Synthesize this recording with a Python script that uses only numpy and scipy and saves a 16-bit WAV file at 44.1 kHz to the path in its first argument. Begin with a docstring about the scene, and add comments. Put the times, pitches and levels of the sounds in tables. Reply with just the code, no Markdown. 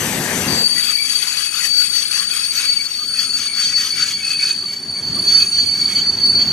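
"""A loud, fluttering wheel squeal near 4.5 kHz, as old passenger coaches roll slowly by on dragging brakes.
It breaks out of an opening rush of bogie hiss: stick and slip lock a wheel into one of its modes.
The squeal drifts from the left towards the middle, and a second wheel joins in and beats against it.
Brake blocks grind in bursts that ring the steel, with short squeaks in between. Underneath, the
running gear rumbles, deepest as the luggage van comes alongside."""
import sys
import numpy as np
from scipy import signal
from scipy.fft import rfft, irfft, next_fast_len
from scipy.io import wavfile
from scipy.ndimage import uniform_filter1d, map_coordinates

SR = 44100
rng = np.random.default_rng(int(sys.argv[2]) if len(sys.argv) > 2 else 0)


def digitize_waveform(pressure):
    """Quantize a signal to 16-bit integers and store it at the path in sys.argv[1].

    Rows of a 2-D input are taken as channels; values are limited to [-1, 1].
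    """
    field = np.atleast_2d(pressure).T
    bounded = np.clip(field, -1, 1)
    quanta = np.round(bounded * 32767).astype(np.int16)
    wavfile.write(sys.argv[1], SR, quanta)


N = 287532
TIME_S = np.arange(N) / SR
GRIP_DB = -33.5  # reference friction level of a gripping brake block


def squeal(pan_db, grind_db):
    """Stick and slip lock a wheel into one mode, purest as it swells; a second wheel beats against it."""
    # how hard the wheel squeals: time_s, level_db
    drive = [(0, -42), (.463, -41), (.482, -31.5), (.6, -23.5), (1.2, -24), (1.55, -27.5), (1.95, -25),
             (2.95, -25), (3.25, -23.5), (4.5, -19.5), (4.8, -28.5), (5.15, -21.5), (5.6, -19), (6.52, -19)]
    # brief dips in the squeal's level: time_s
    dips = [1.251, 1.51, 1.891, 2.75, 2.884, 3.72, 4.105, 4.185, 4.218, 4.38, 4.53, 4.815, 5.015, 5.215,
            5.452, 5.508, 5.652, 5.94, 6.12, 6.165]
    # the wheel locks in and swells: time_s, half_length_s, gain_db
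    swells = [(0.592, 0.017, 3), (0.662, 0.011, 6.5), (1.783, 0.055, 8.5), (1.961, 0.022, 6),
              (2.708, 0.031, 8.5), (2.773, 0.0045, 10), (3.197, .008, 9), (3.349, 0.0064, 7),
              (3.593, 0.0094, 4.5), (3.655, 0.036, 4), (3.77, 0.018, 7.5), (4.03, 0.0055, 10),
              (4.436, 0.0052, 9.5), (4.514, 0.0047, 11), (5.199, 0.0062, 10.5), (5.289, 0.012, 6.5),
              (5.364, 0.052, 9.5), (5.426, 0.0041, 3.5), (5.584, 0.055, 4.5), (5.86, 0.0032, 11),
              (5.97, 0.022, 7), (6.094, 0.0084, 6.5), (6.251, 0.015, 11), (6.3, 0.005, 9), (6.39, 0.04, 5)]
    # the squeal's second harmonic: time_s, level_db
    octave_levels = [(.59, -43), (.66, -32.5), (1.3, -34.5), (2.6, -33), (3.06, -43.5), (3.17, -32.5),
                     (3.55, -37), (4.2, -39.5), (4.52, -34.5), (4.62, -46), (4.8, -51), (4.92, -42),
                     (5.06, -48), (5.3, -37.5), (5.82, -37.5), (6.18, -48.5), (6.3, -36), (6.47, -52)]
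    dip_db, rasp_db, rasp_below_hz = 10, -17, 87
    next_db, next_octave_db, next_sharp_hz = -5, -1.5, 39.6  # second wheel, relative to the first

    level_db = curves(drive)[0] + 0.77 * wobble(10) - dip_db * sum(bell(s, 0.0069) for s in dips)
    swell_db = sum(db * bell(s, half_length) for s, half_length, db in swells)
    octave_db = curves(octave_levels)[0] + 2 * wobble(16)
    press_hz = uniform_filter1d(grind_db - GRIP_DB, size=SR // 6)  # a harder grip adds 1 Hz per dB
    waver_hz = 3.4 * wobble(25)  # uneven slipping
    phase = 2 * np.pi * np.cumsum(squeal_pitch() + press_hz + waver_hz) / SR
    locked = np.interp(TIME_S, [.46, .49], [0, 1])
    joined = np.interp(TIME_S, [3.34, 4.36], [0, 1])  # the second wheel fades in
    purity = locked * (0.53 + 0.17 * swell_db)

    core = tone(phase, purity, width_hz=43, skirt_hz=66, apart=0.33)
    core *= amp(level_db + swell_db - 0.7 * joined)
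    rasp = tone(phase - 2 * np.pi * rasp_below_hz * TIME_S, 0, width_hz=31, skirt_hz=70, apart=0.56)
    rasp *= amp(level_db + rasp_db)
    octave = tone(2 * phase, 0.48, width_hz=41, skirt_hz=110, apart=1.0)
    octave *= amp(octave_db - 1.1 * joined)

    next_phase = phase + 2 * np.pi * np.cumsum(next_sharp_hz + 10 * wobble(7.3)) / SR
    next_core = tone(next_phase, 0.26, width_hz=28, skirt_hz=60.4, apart=0.28)
    next_core *= amp(level_db + next_db)
    next_octave = tone(2 * next_phase, 0.27, width_hz=28, skirt_hz=100, apart=0.71)
    next_octave *= amp(octave_db + next_octave_db)
    return (panned(core + rasp, pan_db - 2.2, radians_per_db=0.24)
            + panned(octave, 6.5 + 0.19 * pan_db)
            + panned(joined * (next_core + next_octave), pan_db=np.full(N, 3.5)))


def squeal_pitch():
    """The squealing mode in Hz, falling with the Doppler shift as the wheel passes."""
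    settled_hz, doppler_hz, fall_s = 4499, 98, 1.2
    return settled_hz + doppler_hz / (1 + (TIME_S / fall_s) ** 2)


def doppler_clock():
    """Warped time in seconds that gives the wheel's other modes the squeal's Doppler drift."""
    pitch = squeal_pitch()
    return np.cumsum(pitch / pitch.mean()) / SR


def brake_friction():
    """Friction level in dB: a light drag, plus rubs that bite, ease while they hold, and let go."""
    # the blocks' constant drag: time_s, level_db
    drag = [(.5, -45.5), (.68, -36), (1.8, -39), (2.72, -36), (3.1, -40.5), (3.7, -39), (4.45, -41),
            (4.85, -48.5), (5.3, -38.5), (5.85, -37.5), (6.15, -41.5)]
    # a block bites on the tyre: start_s, length_s, level_db
    rubs = [(0.717, 0.16, -29.5), (0.833, 0.082, -27), (1.011, 0.14, -28.5), (1.152, 0.21, -29),
            (1.324, 0.13, -29), (1.487, 0.15, -31), (1.58, 0.092, -27), (1.71, 0.18, -29.5),
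            (1.904, 0.14, -29), (2.064, 0.163, -29), (2.259, 0.2, -31), (2.494, 0.16, -27.5),
            (3.125, 0.11, -30), (3.17, 0.026, -28), (3.315, 0.14, -29.5), (3.528, 0.2, -27.5),
            (3.738, 0.144, -27), (3.926, 0.196, -26.5), (4.223, 0.11, -30.5), (4.366, 0.14, -29),
            (4.67, 0.062, -34.5), (5.235, 0.2, -29.5), (5.54, 0.046, -31), (5.836, 0.172, -33),
            (6.37, 0.041, -30.5)]
    bite_s, release_s, sag_db_per_s = 0.076, 0.0268, 23
    power = amp(curves(drag)[0]) ** 2
    for start, length, db in rubs:
        age = np.maximum(TIME_S - start, 0)
        envelope = np.minimum(age / bite_s, 1) * np.exp(-np.maximum(age - length, 0) / release_s)
        power += (amp(db - sag_db_per_s * age) * envelope) ** 2
    return 10 * np.log10(power)


def brake_grind(grind_db):
    """Blocks scrape the tyre and shake the wheel's modes; the treble dulls as the wheel rolls away."""
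    # colour of the scrape: frequency_hz, level_db
    scrape = [(700, -23), (1000, -16), (1300, -2.7), (1800, -6), (2900, -4), (4200, -8), (6100, -5.5),
              (7300, -4.5), (8500, -8), (9800, -9.5), (11500, -7.5), (13500, -14.5), (15000, -31)]
    # the wheel's modes: pitch_hz, width_hz, near_db, far_db
    modes = [(1693, 63, -21, -11), (1963, 46, -13.5, -14), (2548, 18, -7, -8), (3280, 220, -3, -3.5),
             (3784, 37, -9.5, -9), (5194, 40, -7, -10.5), (5630, 250, -10, -6.5), (5935, 84, -4, -3.5),
             (6230, 60, -5.5, -4), (6490, 70, -8, -3), (6780, 100, -14, -3.5), (6900, 42, -10, -7),
             (7790, 67, -7.5, -11), (10950, 85, -5.5, -9.5)]
    bright_db, dull_db, dulling_at_s, dulling_s = 0.9, -7, 3.02, 0.36
    gone = .5 + .5 * np.tanh((TIME_S - dulling_at_s) / (2 * dulling_s))  # 0 near, 1 rolled away
    clock = doppler_clock()
    steel = amp(1.9) * noise_bed(scrape, patchy_db=3.6)
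    for hz, width_hz, near_db, far_db in modes:
        ring = unit(amp(2.7 * wobble(14)) * flutter(width_hz / 2, width_hz * 1.7))
        stereo_sway = 0.42 * wobble(14) * [[1], [-1]]
        phase = 2 * np.pi * hz * clock + np.angle(ring) + stereo_sway
        steel += amp(near_db + (far_db - near_db) * gone) * np.abs(ring) * np.cos(phase)
    steadying_db = 0.2 * (grind_db - GRIP_DB)  # the top hiss swings less than the rubs do
    treble_db = bright_db + (dull_db - bright_db) * gone - steadying_db
    return amp(grind_db + 1.1 * wobble(70)) * treble_shelf(steel, treble_db)


def wheel_ring(grind_db):
    """A lower wheel mode hums under the grinding and sings out in spells."""
    # the mode sings out: time_s, half_length_s, level_db
    spells = [(1.003, 0.035, -30), (2.696, 0.058, -39), (2.811, 0.016, -33), (3.512, 0.026, -34),
              (3.743, 0.012, -37), (3.965, 0.027, -34), (4.201, 0.027, -34.5), (4.408, 0.017, -32),
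              (4.719, 0.025, -41.5), (4.976, 0.015, -40.5), (5.86, 0.11, -42.5)]
    pitch_hz = 2275
    envelope = amp(grind_db - 13) + sum(amp(db) * bell(s, half_length) for s, half_length, db in spells)
    phase = 2 * np.pi * pitch_hz * doppler_clock()
    return envelope * tone(phase, 0.028, width_hz=22.5, skirt_hz=130, apart=0.47)


def squeaks_and_knock():
    """Short squeaks and one brief ringing knock, each a tone blurred by flutter."""
    # squeaks, and the knock near 5.17 s: time_s, pitch_hz, level_db, half_length_s
    notes = [(0.785, 1960, -27, 0.017), (0.887, 2565, -33.5, 0.078), (1.58, 2555, -35, 0.066),
             (0.907, 1250, -32, 0.011), (1.62, 6920, -30.5, 0.058), (1.655, 6000, -26.5, 0.02),
             (2.2, 1157, -36, 0.022), (2.943, 5660, -32, 0.035), (3.013, 1230, -36, 0.02),
             (3.168, 2540, -30, 0.022), (3.33, 6790, -36, .06), (3.649, 3200, -31, 0.033),
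             (3.804, 2550, -34, .04), (3.851, 3080, -29.5, 0.028), (3.875, 5960, -27, 0.03),
             (4.298, 2570, -26, 0.055), (4.461, 2533, -28, 0.051), (4.645, 1185, -41.5, 0.012),
             (4.642, 3280, -43, 0.01), (5.174, 1163, -30.5, 0.01), (5.306, 3380, -29.5, 0.022),
             (5.438, 2545, -32.5, 0.029), (5.576, 5920, -28.5, 0.015), (5.578, 3080, -33, 0.011),
             (5.99, 3090, -25.5, 0.02), (6.42, 3250, -29, 0.016)]
    purity = 0.36
    shake = np.sqrt(purity) + np.sqrt(1 - purity) * flutter(width_hz=32, skirt_hz=150)
    return sum(amp(db) * bell(s, half_length) * np.real(shake * np.exp(2j * np.pi * hz * TIME_S))
               for s, hz, db, half_length in notes)


def running_gear():
    """Wheels on rails: a rumble that deepens under the heavy van, a broad roar and a close bogie's hiss."""
    # rumble and roar sink under the squeal and later return: time_s, rumble_db, roar_db
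    roll_levels = [(0, -27, -34.5), (.36, -29.5, -33.5), (.5, -22, -32), (.6, -29, -36), (.675, -43, -47.5),
                   (1.2, -49.5, -57), (2.8, -48, -55.5), (3.55, -43.5, -53), (4.75, -44, -51),
                   (5.2, -32.5, -42.5), (5.5, -40, -50.5), (6.5, -31.5, -40)]
    # the close bogie's hiss dies away: time_s, level_db
    hiss_levels = [(0, -23), (.25, -23.5), (.58, -23.5), (.68, -36), (1, -48.5), (1.5, -58)]
    # colours of coach rumble, van rumble, rail roar and bogie hiss: frequency_hz, level_db
    coach_colour = [(25, -66), (85, -2.5), (151, -2.5), (194, 0.5), (260, 0.5), (312, -8), (374, -3),
                    (501, -17), (910, -17), (1540, -120)]
    van_colour = [(25, -35), (55, -18), (95, -1), (260, -7), (400, -34), (900, -120)]
    roar_colour = [(250, -13), (500, -3.5), (900, 0), (1700, -1.5), (3000, -5.5), (6000, -6), (9000, -40),
                   (13500, -18), (15000, -26)]
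    hiss_colour = [(90, -5), (180, 12.5), (500, 6), (1400, -3), (1800, 8), (2100, 4), (4000, -5.5),
                   (5500, -7.5), (6200, 8.5), (6600, -6), (7300, 2), (8300, 0.5), (10550, -6.5),
                   (11900, -0.5), (14800, -22)]
    rumble_db, roar_db = curves(roll_levels)
    van_near = np.interp(TIME_S, [3.5, 4.9], [0, 1])
    coach = noise_bed(coach_colour, patchy_db=1.5)
    van = van_near * amp(-5) * noise_bed(van_colour, patchy_db=-4.5)
    rumble = amp(rumble_db - 0.78) * (coach + van)
    roar = amp(roar_db + 4) * noise_bed(roar_colour, patchy_db=-0.5)
    hiss = amp(curves(hiss_levels)[0]) * noise_bed(hiss_colour, patchy_db=3.0)
    return rumble + roar + hiss


def tone(phase, purity, width_hz, skirt_hz, apart):
    """A steady core (purity is its share) plus flutter from many paths; apart sets the stereo spread."""
    purity = np.clip(purity, 0, .95)
    mid = np.sqrt(purity) + np.sqrt(1 - purity) * flutter(width_hz, skirt_hz)
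    mid /= np.sqrt(uniform_filter1d(np.abs(mid) ** 2, size=SR // 10))  # friction bounds the swing
    side = apart * flutter(width_hz, skirt_hz)
    return np.sqrt(2) * np.real(np.array([mid + side, mid - side]) * np.exp(1j * phase))


def flutter(width_hz, skirt_hz):
    """Random complex amplitude of a mode that friction keeps shaking."""
    noise = rng.standard_normal((2, N))
    real, imag = filtered(noise, lambda hz: 1 / (1 + 1j * hz / width_hz) / (1 + 1j * hz / skirt_hz))
    return unit(real + 1j * imag)


def noise_bed(colour, patchy_db):
    """Stereo noise of a given colour, mottled with patches of random gain; its mid has rms 1."""
    # how alike left and right sound: frequency_hz, correlation
    likeness = [(250, 0.98), (700, 0.92), (2000, 0.72), (6000, 0.73), (9000, 0.18), (12000, 0.97)]

    def mid_side_gains(hz):
        angle = np.arccos(np.clip(along(likeness, hz), -1, 1)) / 2
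        return amp(along(colour, hz)) * [np.cos(angle), np.sin(angle)]

    spectrum = signal.stft(rng.standard_normal((2, N)), nperseg=512)[2]
    patches = uniform_filter1d(rng.standard_normal(spectrum.shape[1:]), size=4, axis=0)
    patches = uniform_filter1d(patches, size=12, axis=1)
    mottled = signal.istft(spectrum * amp(patchy_db * unit(patches)), nperseg=512)[1][:, :N]
    mid, side = filtered(mottled, mid_side_gains)
    return np.array([mid + side, mid - side]) / np.std(mid)


def panned(pair, pan_db, radians_per_db=0.0):
    """A source to one side is louder there and, given radians_per_db, earlier too."""
    # how strongly each band follows the pan: frequency_hz, pan_factor
    width = [(300, 0.13), (550, 0.37), (1000, 0.31), (1800, 1.01), (4500, 0.97), (6300, 0.65), (8800, 1.46),
             (10500, 0.63), (12500, 0.031)]
    hz, frame_s, spectrum = signal.stft(pair, SR, nperseg=512)
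    lean_db = along(width, hz)[:, None] * np.interp(frame_s, TIME_S, pan_db)
    lead = radians_per_db * lean_db * np.minimum(hz / 1100, 1)[:, None]  # long waves arrive in step
    left = amp(lean_db / 2) * np.exp(.5j * lead)
    ears = np.array([left, 1 / left])
    return signal.istft(spectrum * ears / np.abs(ears.mean(axis=0)), SR, nperseg=512)[1][:, :N]


def treble_shelf(pair, treble_db):
    """A moving shelf that starts at 6 kHz and levels off at 12 kHz, at 0.89 of treble_db."""
    hz, frame_s, spectrum = signal.stft(pair, SR, nperseg=256)
    gain_db = along([(6000, 0), (12000, 0.89)], hz)[:, None] * np.interp(frame_s, TIME_S, treble_db)
    return signal.istft(spectrum * amp(gain_db), SR, nperseg=256)[1][:, :N]


def filtered(x, response):
    """x shaped by a response given as a function of Hz."""
    size = next_fast_len(N + SR // 2)
    return irfft(rfft(x, size) * response(np.fft.rfftfreq(size, 1 / SR)), size)[..., :N]


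def bell(centre_s, half_length_s):
    """A smooth bell-shaped envelope."""
    return np.exp(-.5 * ((TIME_S - centre_s) / half_length_s) ** 2)


def wobble(rate):
    """A smooth random curve, rate knots a second."""
    return map_coordinates(rng.standard_normal(int(N * rate / SR) + 4), [TIME_S * rate])


def curves(rows):
    """A per-sample automation curve for each column after the time."""
    times, *columns = np.transpose(rows)
    return [np.interp(TIME_S, times, column) for column in columns]


def along(points, hz):
    """(frequency_hz, value) points read on a log frequency axis."""
    knots_hz, values = np.transpose(points)
    return np.interp(np.log(hz + 1), np.log(knots_hz + 1), values)


def amp(db):
    """Decibels to gain."""
    return 10 ** (np.asarray(db) / 20)


def unit(x):
    """Scaled to rms 1."""
    return x / np.sqrt(np.mean(np.abs(x) ** 2) + 1e-20)


def scene():
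    """Squeal, brakes and running gear travel from the left towards the middle."""
    # the coaches' path, positive to the left: time_s, pan_db
    path = [(0, 14), (1.8, 16), (2.9, 9.5), (3.75, 7.5), (5.2, -0.5), (6.5, -0.5)]
    pan_db = curves(path)[0]
    grind_db = brake_friction()
    coaches = brake_grind(grind_db) + wheel_ring(grind_db) + squeaks_and_knock() + running_gear()
    return squeal(pan_db, grind_db) + panned(coaches, 1.8 + 0.67 * pan_db, radians_per_db=0.11)


def record(dry):
    """A brick-wall high cut at 15 kHz."""
    return filtered(dry, lambda hz: hz < 15000)


dry = scene()
out = record(dry)
digitize_waveform(out)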